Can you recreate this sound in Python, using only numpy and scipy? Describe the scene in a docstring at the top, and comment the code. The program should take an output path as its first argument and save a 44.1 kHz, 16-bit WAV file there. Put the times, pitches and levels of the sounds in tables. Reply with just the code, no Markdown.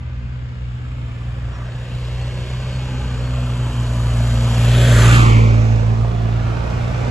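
"""First you hear motorcycles droning far off in a damp country bend, soon joined by faint birds.
The lead bike, a twin-cylinder at low revs, comes into the open and passes close by, left to right,
while two more follow at a distance. Each firing of its engine pushes out a puff of gas; the puffs
blend into a drone over a pulsing rasp. Tyre roar and spray swell as it goes by, bounce off the road
and make the steel guard rail ring faintly. A dull knock and a tick come near the end."""
import sys
import numpy as np
from scipy import signal
from scipy.fft import rfft, irfft, next_fast_len
from scipy.io import wavfile
from scipy.ndimage import uniform_filter1d, minimum_filter1d

SR = 44100
rng = np.random.default_rng(int(sys.argv[2]) if len(sys.argv) > 2 else 0)


def transcribe(u):
    """Save the signal u as a 16-bit wav file named by the first command-line argument.

    u: samples, shape (n,) or (channels, n), limited to [-1, 1]; the rate is SR.
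    q: integer samples, one column per channel.
    """
    v = np.clip(np.atleast_2d(u).T, -1, 1)
    q = np.round(v * 32767).astype(np.int16)
    wavfile.write(sys.argv[1], SR, q)


N = 313110
TIME = np.arange(N) / SR


def from_db(db):
    """Turn decibels into a number to multiply by."""
    return 10 ** (np.asarray(db) / 20)


def rms_one(x):
    """Scale a signal so that its average power is 1."""
    return x / np.sqrt(np.mean(x ** 2) + 1e-20)


def in_time(rows, t=TIME):
    """Read a table's columns at times t, gliding between rows."""
    times, *columns = np.transpose(rows)
    return [np.interp(t, times, c) for c in columns]


def at_hz(rows, hz):
    """Read a table's columns at frequencies hz, gliding between rows."""
    freqs, *columns = np.transpose(rows)
    return np.array([np.interp(np.log(hz + 1), np.log(freqs), c) for c in columns])


def drift(rate_hz):
    """A smooth random wander, typically about 1 away from zero."""
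    pole = np.exp(-200 * np.pi * rate_hz / SR)
    steps = rng.standard_normal(N // 100 + 1002)   # one for every 100 samples
    slow = signal.lfilter([1], [1, -2 * pole, pole * pole], steps)[1000:]
    return np.interp(np.arange(N) / 100, np.arange(len(slow)), rms_one(slow))


def blend(shapes, points, x):
    """Fade from shape to shape along x; each is heard alone at its own point."""
    weights = [np.interp(x, points, row) for row in np.eye(len(points))]
    return sum(shape.reshape(len(shape), -1) * weight for shape, weight in zip(shapes, weights))


def bump(x, centre, half_width):
    """A bell curve of height 1."""
    return np.exp(-((x - centre) / half_width) ** 2)


def until(time_s, takes_s):
    """Fall smoothly from 1 to 0 around time_s."""
    return (1 - np.tanh((TIME - time_s) / takes_s)) / 2


def die_away(n):
    """Fade by 60 dB over n samples."""
    return np.exp(-np.log(1000) * np.arange(n) / n)


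# bird calls: (time [s], length [s], start pitch [Hz], end pitch [Hz], relative level [dB])
CHIRPS = [(1.519, .07, 5680, 5400, -60.5), (1.66, 0.025, 5600, 5250, -61.5), (1.705, .06, 4350, 4350, -63),
          (2.198, .055, 4300, 4420, -54), (2.676, .025, 5680, 5290, -57), (2.712, 0.075, 4420, 4370, -53.5),
          (3.181, .025, 5540, 5155, -56.5), (3.226, 0.08, 4370, 4400, -54)]


def birds(level_db, waver):
    """Small birds whistle short, gliding notes with a wavering pitch."""
    out, wobble = np.zeros(N), 1 + waver * drift(60)
    for time_s, length_s, start_hz, end_hz, db in CHIRPS:
        n, at = int(length_s * SR), int(time_s * SR)
        hz = np.linspace(start_hz, end_hz, n) * wobble[at:at + n]
        whistle = np.sin(2 * np.pi * np.cumsum(hz) / SR)
        out[at:at + n] += from_db(db + level_db) * np.sqrt(2 * np.hanning(n)) * whistle
    return out


def tree_echo(x, ring_s, level_db):
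    """The trees add a soft tail of echoes, a different one for each ear."""
    n = int(ring_s * SR)
    tail = rms_one(rng.standard_normal((2, n)) * die_away(n)) / np.sqrt(n)
    return x + from_db(level_db) * signal.fftconvolve(x[None], tail, axes=1)[:, :N]


# a dull knock and a tick: (time [s], centre [Hz], length [s], level [dB], left over right [dB])
KNOCKS = [(6.046, 580, .045, -26, -5), (6.701, 5000, .025, -39, 0)]


def knocks():
    """Short bursts of noise, an octave wide, that die quickly."""
    out = np.zeros((2, N))
    for time_s, hz, length_s, db, pan_db in KNOCKS:
        n, at = int(length_s * SR), int(time_s * SR)
        band = signal.butter(2, [hz / np.sqrt(2), hz * np.sqrt(2)], "band", fs=SR, output="sos")
        burst = rms_one(signal.sosfilt(band, rng.standard_normal(n))) * die_away(n)
        out[:, at:at + n] += from_db([[db + pan_db / 2], [db - pan_db / 2]]) * burst
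    return out


def firing_phase(firing_hz, wobble):
    """An angle that goes round once per firing of a slightly uneven engine."""
    return 2 * np.pi * np.cumsum(firing_hz * (1 + wobble * drift(16))) / SR


def drone(phase, tones, flutter_db):
    """Tones at multiples of the firing rate, each fluttering as echoes from the roadside bank shift."""
    out = 0
    for multiple, db in tones:
        gain = from_db(db + flutter_db * drift(4.7))
        out += gain * np.cos(multiple * phase + rng.uniform(0, 2 * np.pi))
    return np.sqrt(2) * out


def distant_bike(ride, tones, dulling, spread):
    """Only the drone carries this far, duller when it is fainter; the trees scatter some of it."""
    firing_hz, level_db = in_time(ride)
    phase = firing_phase(firing_hz, wobble=0.01287)
    dull_db = dulling * (level_db - level_db.max())
    heard = [(multiple, db + level_db + multiple * dull_db) for multiple, db in tones]
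    direct = drone(phase, heard, flutter_db=2.6)
    scattered = drone(phase, heard, flutter_db=7)
    return direct + spread * scattered * [[1], [-1]]


# how each following bike runs: (time [s], firing rate [Hz], level [dB])
SECOND_RIDE = [(0, 44.33, -44), (.8, 44.9, -43), (1.3, 47.52, -39.5), (3, 44.15, -43.5), (5, 44.1, -58),
               (6.1, 44.2, -39), (6.7, 44.48, -33), (7.1, 44.8, -31)]
THIRD_RIDE = [(0, 77.44, -30.5), (1.2, 76.94, -34.5), (2.5, 74.68, -40), (4, 81, -42), (6, 76.8, -45.5),
              (7.1, 79.5, -41)]
# the tones of their drones: (pitch [times the firing rate], relative level [dB])
SECOND_TONES = [(1, -5.5), (2, 1), (3, -1.5), (3.5, -12.5), (10, -10.5), (11.5, -14)]
THIRD_TONES = [(1, -4.5), (2, -22.5), (3, -19)]


def following_bikes():
    """Two more engines drone in the distance, one low and one higher."""
    second = distant_bike(SECOND_RIDE, SECOND_TONES, dulling=0.11, spread=0.28)
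    return second + distant_bike(THIRD_RIDE, THIRD_TONES, dulling=0.08, spread=0.13)


# the notes of the guard rail: (pitch [Hz], level against the noise that shakes it [dB])
RAIL_NOTES = [(1088, -13.5), (1179, -5), (1527, -4.5), (1687, -1), (2194, -3.5), (2463, -4.5), (2678, -8.5),
              (3112, -10.5)]


def guard_rail(noise, width_hz):
    """The steel rail beside the microphone rings along with the noise of the ride."""
    return noise + sum(from_db(db) * signal.lfilter(*signal.iirpeak(hz, hz / width_hz, fs=SR), noise)
                       for hz, db in RAIL_NOTES)


PASS_S, SPEED_M_PER_S = 4.991, 12.3   # when and how fast the lead bike's front wheel goes by


def pass_by(closest_m, behind_m):
    """For a spot behind the front wheel: dB lost to distance, and how much we hear its rear (0-1)."""
    along_m = SPEED_M_PER_S * (TIME - PASS_S) - behind_m
    distance_m = np.hypot(along_m, closest_m)
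    return 20 * np.log10(closest_m / distance_m), np.maximum(along_m / distance_m, 0) ** 2


def hidden():
    """The inside of the bend hides the lead bike (1) until it comes into the open (0)."""
    return until(1.86, takes_s=0.23)


# noise from the bikes still in the bend: (time [s], relative level [dB])
BEND_NOISE = [(0, -8.7), (.7, -8.5), (1.2, -5), (1.6, -2.5), (2, -2), (2.6, -0.1), (3.5, 0.7), (4.3, 0),
              (5.8, 0.5), (6.2, 0.9), (6.55, 2.5), (7.1, 5)]
# rumble, rasp, tyre roar and spray, a row each: (behind the front wheel [m], level alongside [dB],
# distance effect [factor], change from behind [dB], change while hidden [dB], level from the bend [dB],
# effect of BEND_NOISE [factor])
RIDE_NOISES = [(2.4, -21.5, 0.94, -9.5, -8.5, -39.5, 0.99), (0, -24, 1.08, 3.5, -1.5, -39.5, 1.34),
               (1.45, -22.5, 1.225, -9, -2.5, -40.5, 0.8), (1.445, -28, 1.063, -12, -5, -55, 1.47)]


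def noise_levels():
    """Relative dB of the four noises: the lead bike's swell on top of the noise from the bend."""
    levels, bend_db = [], in_time(BEND_NOISE)[0]
    for behind_m, db, falloff, rear_db, hidden_db, far_db, swing in RIDE_NOISES:
        distance_db, rear = pass_by(closest_m=2.34, behind_m=behind_m)
        close = from_db(db + falloff * distance_db + rear_db * rear)
        far = from_db(far_db + swing * bend_db)
        levels.append(20 * np.log10(np.hypot(close, far)) + hidden_db * hidden())
    return levels


# the deep tone of the exhaust gas: (frequency [Hz], relative level [dB])
RUMBLE_TONE = [(18, -3), (30, -2.5), (45, 3.5), (80, 7.5), (140, 7), (200, 2.5), (280, -20), (420, -38)]


def gas_rumble(level_db, boost_db, width):
    """Swirling exhaust gas rumbles, and its echo from the wooded bank widens the sound."""
    size = next_fast_len(N)
    tone = from_db(at_hz(RUMBLE_TONE, np.fft.rfftfreq(size, 1 / SR)))
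    noise = rng.standard_normal((2, size))
    direct, echo = rms_one(irfft(tone * rfft(noise))[:, :N])
    return from_db(level_db + boost_db) * (direct + width * echo * [[1], [-1]])


def road_echo(hz, t, lowest_dip_hz, strength, scatter_hz):
    """The bounce off the road cancels a band, lowest and deepest when the bike is close."""
    distance_db, _ = pass_by(closest_m=3.6, behind_m=2.94)
    nearness = from_db(np.interp(t, TIME, distance_db))
    dip_hz = lowest_dip_hz / nearness
    bounce = strength * nearness * bump(hz[:, None], 0, scatter_hz)   # rough asphalt scatters the treble
    return abs(1 + bounce * np.exp(1j * np.pi * hz[:, None] / dip_hz))


def echo_ripple(hz, t, depth_db, frames=18):
    """Weak echoes from trunks and rail shift, so narrow peaks and dips come and go in the noise."""
    chance = rng.standard_normal((len(hz), len(t)))
    smooth = uniform_filter1d(uniform_filter1d(chance, frames), frames)
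    return from_db(depth_db * rms_one(smooth))


# brief changes in the roar: (time [s], half length [s], centre [Hz], half width [octaves], change [dB])
ROAR_SWELLS = [(1.58, 0.098, 1190, 0.5, 4.5), (3.4, 0.34, 2481, 0.13, 2.5), (4.803, 0.17, 3201, 0.36, 5.2),
               (4.985, 0.051, 1400, 0.4, 2.5), (5.095, 0.051, 2600, .25, 5), (5.235, .06, 1210, .4, 2.5),
               (5.34, 0.066, 2400, .4, 4.5), (5.48, .12, 2227, 0.24, 6), (5.72, .13, 6500, 0.17, 3.5),
               (5.98, 0.27, 2200, 1, -0.5), (6.55, .2, 1191, .5, 3), (6.902, .35, 2300, 0.34, 2)]


def roar_swells(hz, t):
    """The road roar swells or eases briefly in single bands as the bikes move."""
    change_db = 0
    for time_s, half_s, centre_hz, octaves, db in ROAR_SWELLS:
        band = bump(np.log2((hz + 1) / centre_hz), 0, octaves)
        change_db += db * np.outer(band, bump(t, time_s, half_s))
    return from_db(change_db)


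# a narrow gap in the roar: (time [s], height above its lowest point [Hz], depth [dB])
HOLLOW = [(5.14, 700, 0), (5.2, 420, -5), (5.27, 30, -10), (5.38, 0, -13), (5.5, 200, -12), (5.62, 290, 0)]


def hollow(hz, t, lowest_hz, half_width_hz):
    """Once the bike is past, the two ears cancel in a narrow band that swoops down and climbs again."""
    above_hz, depth_db = in_time(HOLLOW, t)
    return from_db(depth_db * bump(hz[:, None], lowest_hz + above_hz, half_width_hz))


# how noise from each direction reaches the two ears:
# (frequency [Hz], likeness [0-1], left over right [dB], left lag [radians])
FROM_FAR = [(255, 1, -1.5, 1.5), (600, 0.4, -5, 0), (1400, 0.6, 0, 2), (2230, 0.06, 1.5, 1.5),
            (4230, 0.1, 3, -8.5), (5770, 0.95, 2.5, 25), (6540, 1, 0, -12.5)]
FROM_AHEAD = [(250, 0.97, -2.5, 0), (880, 1, -1, 0), (1360, 0.75, 0, -0.2), (2620, .8, 0, -0.2),
              (3950, 1, -1, -2.5), (4456, 0.33, 7, -2.7), (5200, 0.44, -1, 0.5), (6600, .99, 0.5, 0)]
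FROM_BESIDE = [(250, 1, -1.5, .1), (900, 0.92, -5, -0.096), (1600, 0.99, -1.5, 0.84), (2503, .5, 4, -0.64),
               (4200, 0.92, 0, -0.25), (5530, 0.45, 2, 1.4), (7050, 1, -0.5, -0.28)]
FROM_BEHIND = [(250, 0.9, -2.5, 0.8), (600, 0.7, -3, 2.3), (1100, 0.76, -5, 2.35), (1480, 0.99, -0.8, 2.9),
               (1660, 0.99, -0.8, 3.35), (1880, 0.85, -2, 4.2), (2200, 0.8, -2.5, 4.9),
               (3000, 0.55, 1.2, 5.8), (4300, 0.43, -0.7, 5.7), (5500, 0.37, 0.5, 6.5),
               (7000, .97, 0, 6.28)]
FROM_LEAVING = [(260, 0.89, -10, 0.75), (600, 0.84, -14.5, 2.11), (1100, 0.45, -8.5, 2.4),
                (1800, 0.83, -6.5, 2.3), (2400, 0.56, -2, 4.9), (3300, 0.24, -0.5, 4.3),
                (4500, 0.09, 1, 5.3), (5800, 0.1, 3.5, 5.3), (7000, 1, 1.5, 7), (8300, 1, -1.5, 5.6)]
FROM_BOTH_WAYS = [(250, 0.49, -11, 2.2), (603.5, 0.26, -10.5, 1.2), (1300, 0.24, -4, 2.5),
                  (2210, 0.18, -0.5, 0.6), (3180, 0.61, 0, -1.5), (5670, 0.15, 1.5, 1.5), (7050, 1, 1, 0.5),
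                  (8300, 1, -3, -1)]
# when each step of the route below is reached: (time [s])
DIRECTION_TIMES = [.8, 2.2, 4.55, 4.85, 5.02, 5.19, 5.48, 5.62, 5.78, 6.099]


def stereo_image(hz, t):
    """As the bike's direction turns: how alike the ears are (with their lag), and the lean to the left."""
    far, ahead, beside = (at_hz(rows, hz) for rows in (FROM_FAR, FROM_AHEAD, FROM_BESIDE))
    leaving, both = at_hz(FROM_LEAVING, hz), at_hz(FROM_BOTH_WAYS, hz)
    swoop_hz = np.outer(np.interp(hz, [0, 2000, 5000], [0, 1, 0]), in_time(HOLLOW, t)[0])
    behind = at_hz(FROM_BEHIND, hz[:, None] - swoop_hz)   # slides along with the hollow
    route = [far, ahead, ahead, beside, beside, behind, behind, leaving, leaving, both]
    likenesses, pan_dbs, lags = zip(*route)
    turn = np.angle(blend([np.exp(-1j * lag) for lag in lags], DIRECTION_TIMES, t))
    alike = np.clip(blend(likenesses, DIRECTION_TIMES, t), 0, 0.995) * np.exp(1j * turn)
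    return alike, from_db(blend(pan_dbs, DIRECTION_TIMES, t) / 2)


# tone of rasp, tyres and spray for each view of the bike: (frequency [Hz], relative level [dB])
TONE_FAR = [(250, 1), (330, -9.5), (520, -11), (800, -14), (1050, -13.5), (1300, -11.5), (1700, -13.5),
            (2100, -16), (3100, -18), (4000, -25), (5500, -30), (7500, -34), (9000, -43), (11500, -61)]
TONE_LEANING = [(250, -12), (340, -9), (550, -8.5), (740, -14), (950, -10.5), (1420, -14.5), (1660, -10),
                (1850, -13.5), (2200, -13), (2900, -11.5), (4200, -12.5), (5500, -18), (7800, -18.5),
                (11500, -40.5)]
TONE_AHEAD = [(250, 2), (340, -2.5), (450, -5), (590, 0), (770, -5), (1230, -5), (1700, -9.5), (2150, -14),
              (3000, -10.5), (4100, -16.5), (5500, -29.5), (7500, -27.5), (9000, -35.5), (11500, -45.5)]
TONE_BESIDE = [(250, -5), (400, -4), (600, 1), (800, -4.5), (1000, -4.5), (1250, -0.5), (1550, 0.5),
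               (1900, 2), (2550, -4), (3300, -6.5), (4200, -11), (5400, -18.5), (7200, -13.5),
               (11500, -27.5)]
TONE_BEHIND = [(250, 3.5), (400, 0), (680, 2), (950, -4.5), (1350, -7.5), (1850, -15), (2350, -15),
               (3300, -19), (4500, -23.5), (6000, -24.5), (8000, -31), (11500, -59)]
# when each of the views below is reached: (time [s])
VIEW_TIMES = [1.5, 1.999, 2.6, 3.4, 4.45, 4.95, 5.15, 5.5]
# how much treble comes through the air: (time [s], relative level at 10 kHz [dB])
AIR_TREBLE = [(0, -7), (1.2, 16), (2.2, 9), (3.2, 1.5), (4, 8), (4.8, 7), (5.4, -2), (6.2, -6.5), (7.1, 2)]


def noise_tone(hz, t):
    """The tone of the noise depends on the side the bike shows, on the air and on echoes."""
    tables = (TONE_FAR, TONE_LEANING, TONE_AHEAD, TONE_BESIDE, TONE_BEHIND)
    far, leaning, ahead, beside, behind = (at_hz(rows, hz)[0] for rows in tables)
    views = [far, leaning, leaning, ahead, ahead, beside, beside, behind]
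    air_db = np.outer((hz / 10000) ** 2, in_time(AIR_TREBLE, t)[0])
    tone = from_db(blend(views, VIEW_TIMES, t) + air_db)
    bounce = road_echo(hz, t, lowest_dip_hz=590, strength=0.73, scatter_hz=1910)
    return tone * bounce * echo_ripple(hz, t, depth_db=2.3)


def ride_noise(level_dbs):
    """Exhaust rasp, tyre roar and spray are the low, middle and high parts of one rushing noise."""
    hz, t, (shared, separate) = signal.stft(rng.standard_normal((2, N)), SR, nperseg=1024)
    tone = noise_tone(hz, t)
    alike, lean = stereo_image(hz, t)
    left = alike * shared + np.sqrt(1 - abs(alike) ** 2) * separate
    ears = np.array([left * lean, shared / lean])
    # each part sets the level of its own range, as heard midway between the ears
    power = tone ** 2 * (lean ** 2 + lean ** -2 + 2 * alike.real) / 4
    gain_dbs = []
    for db, (low_hz, high_hz) in zip(level_dbs, [(320, 1000), (1000, 4000), (4000, 8000)]):
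        band_power = power[(hz > low_hz) & (hz < high_hz)].sum(0) / len(hz)
        gain_dbs.append(np.interp(t, TIME, db) - 10 * np.log10(band_power))
    rasp_db, tyre_db, spray_db = gain_dbs
    gain = from_db(blend([rasp_db, tyre_db, tyre_db, spray_db], [650, 1300, 2800, 6000], hz).T)
    spectrum = ears * tone * gain * roar_swells(hz, t) * hollow(hz, t, lowest_hz=1580, half_width_hz=95)
    noise = signal.istft(spectrum, SR, nperseg=1024)[1][:, :N]
    return signal.sosfilt(signal.butter(3, 240, "high", fs=SR, output="sos"), noise)


def chuff(phase, depth, clatter):
    """Gas leaves in a burst at every firing; the valves add a flutter once every two firings."""
    valves = np.cos(phase / 2) + np.cos(1.5 * phase)
    return rms_one(1 + depth * np.cos(phase) + clatter * valves)


# the lead bike's tones at 1 to 4 times its firing rate, a row each:
# (level alongside [dB], distance effect [factor], change from behind [dB], change while side-on [dB])
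LEAD_TONES = [(-15, 0.59, -2.9, -2), (-8.5, 0.92, 0.1, 1.5), (-30.5, 0.76, 5, 1), (-26, 0.75, -0.5, -10.5)]


def exhaust_levels():
    """Levels in dB of the four low tones and the buzz, as the tailpipe nears, turns and moves away."""
    # the drone fills the space between bank and rail, so it swells broadly, as if from farther off
    distance_db, rear = pass_by(closest_m=3.76, behind_m=2.24)
    side_on = until(2.78, takes_s=0.12)   # then the bike straightens up and faces the microphone
    tone_dbs = [db + falloff * distance_db + rear_db * rear + side_db * side_on
                for db, falloff, rear_db, side_db in LEAD_TONES]
    buzz_db = -41.5 + 0.48 * distance_db + 5 * side_on - 15 * hidden()
    return tone_dbs, buzz_db


# brief dips and swells of the low tones: (time [s], half length [s], tone [1-4], change [dB])
SWAYS = [(.22, .1, 1, 3), (.53, .04, 1, -9), (.8, .035, 1, -8), (.95, .2, 4, 6), (1.18, .045, 1, -9),
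         (1.47, .07, 1, 4), (1.54, .035, 2, -11), (1.72, .04, 1, -10), (1.87, .06, 1, -6),
         (2.47, .03, 2, -5), (2.95, .3, 1, -2.5), (3.62, .14, 2, 2.5), (3.72, .03, 2, -10),
         (6.14, .06, 2, -3), (6.36, .12, 2, 2), (6.68, .06, 2, -6)]
# the tones of the buzz: (pitch [times the firing rate], relative level [dB])
BUZZ_TONES = [(1.5, 2), (2.5, -12), (3.5, -8), (5, -10), (6, -3.5), (7, -7), (8, -2.5), (9, -1), (10, -8)]


def lead_exhaust(phase, uneven_db, flutter_db):
    """Four low tones add up to one puff per firing, each puff a little different, under a faint buzz."""
    tone_dbs, buzz_db = exhaust_levels()
    throb_dbs = (1.25, 0.5, 1.2, 1)
    puffs = 0
    for tone, (db, throb_db) in enumerate(zip(tone_dbs, throb_dbs), 1):
        stirred = np.clip(-db / 30, 0, 2)   # echoes from the bank stir faint tones most
        shift = np.pi / 2 * (tone > 1) + stirred * flutter_db * drift(18) * np.log(10) / 20
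        waver_db = stirred * (flutter_db * drift(13.3) + throb_db * drift(5))
        sway_db = sum(change_db * bump(TIME, time_s, half_s)
                      for time_s, half_s, which, change_db in SWAYS if which == tone)
        puffs += from_db(db + waver_db + sway_db) * np.cos(tone * phase + shift)
    buzz = from_db(buzz_db) * drone(phase, BUZZ_TONES, flutter_db=1)
    return buzz - np.sqrt(2) * puffs * from_db(-uneven_db * drift(25))


# how fast the lead engine fires, sagging as it passes: (time [s], firing rate [Hz])
LEAD_FIRING = [(0, 60.3), (.28, 61.6), (.75, 60.44), (.98, 61), (1.08, 58.85), (1.5, 59.9), (2.1, 61.2),
               (2.9, 63.1), (3.22, 61.1), (3.32, 62.5), (3.55, 60.7), (4.05, 59), (4.58, 58.4),
               (4.88, 60.43), (4.98, 56.6), (5.15, 59), (5.28, 56.8), (5.55, 55.9), (6, 56.1), (6.1, 57.8),
               (6.25, 56.15), (6.65, 58.27), (7.1, 59.7)]
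# where its drone comes from: (time [s], left over right [dB], left lag [ms])
DRONE_PAN = [(0, -.3, 0), (4.8, 0, .02), (5.2, -1.3, .3), (5.7, -2.9, .55), (6.3, -2.3, .4),
             (7.1, -1.7, .15)]


def lead_bike():
    """The drone and its firing phase; once past, the drone reaches the left ear later and weaker."""
    phase = firing_phase(in_time(LEAD_FIRING)[0], wobble=0.002)
    exhaust = lead_exhaust(phase, uneven_db=0.1, flutter_db=1.56)
    pan_db, lag_ms = in_time(DRONE_PAN)
    left = np.interp(TIME - lag_ms / 1000, TIME, exhaust)
    return np.array([left, exhaust]) * from_db(pan_db * [[0.5], [-0.5]]), phase


def scene():
    """Add up the roadside, the two followers, the noise of the ride and the lead bike."""
    exhaust, phase = lead_bike()
    rumble_db, *ride_dbs = noise_levels()
    rumble = gas_rumble(rumble_db, boost_db=3, width=0.03)
    followers = following_bikes()
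    rush = ride_noise(ride_dbs) * chuff(phase, depth=0.065, clatter=0.075)
    road = guard_rail(rush, width_hz=15.4)
    birdsong = tree_echo(birds(level_db=4, waver=0.0051), ring_s=0.7, level_db=-12)
    return birdsong + knocks() + followers + road + rumble + exhaust


def limit(x, ceiling, samples=120):
    """Turn the sound down briefly, just ahead of any peak above the ceiling."""
    gain = ceiling / np.maximum(abs(x).max(0), ceiling)
    return x * uniform_filter1d(minimum_filter1d(gain, samples), samples)


def record(dry):
    """Flip the left channel's wave around 9 kHz, hold down the peaks and cut the highest treble."""
    size = next_fast_len(N + 2048)
    hz = np.fft.rfftfreq(size, 1 / SR)
    turn = np.interp(hz, [7450, 8450, 9550, 10450], [0, np.pi, np.pi, 2 * np.pi])
    left = irfft(rfft(dry[0], size) * np.exp(-1j * turn), size)[:N]
    treble_cut = signal.ellip(12, 0.01, 90, 11650, fs=SR, output="sos")
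    return signal.sosfilt(treble_cut, limit(np.array([left, dry[1]]), ceiling=0.93))


dry = scene()
out = record(dry)
transcribe(out)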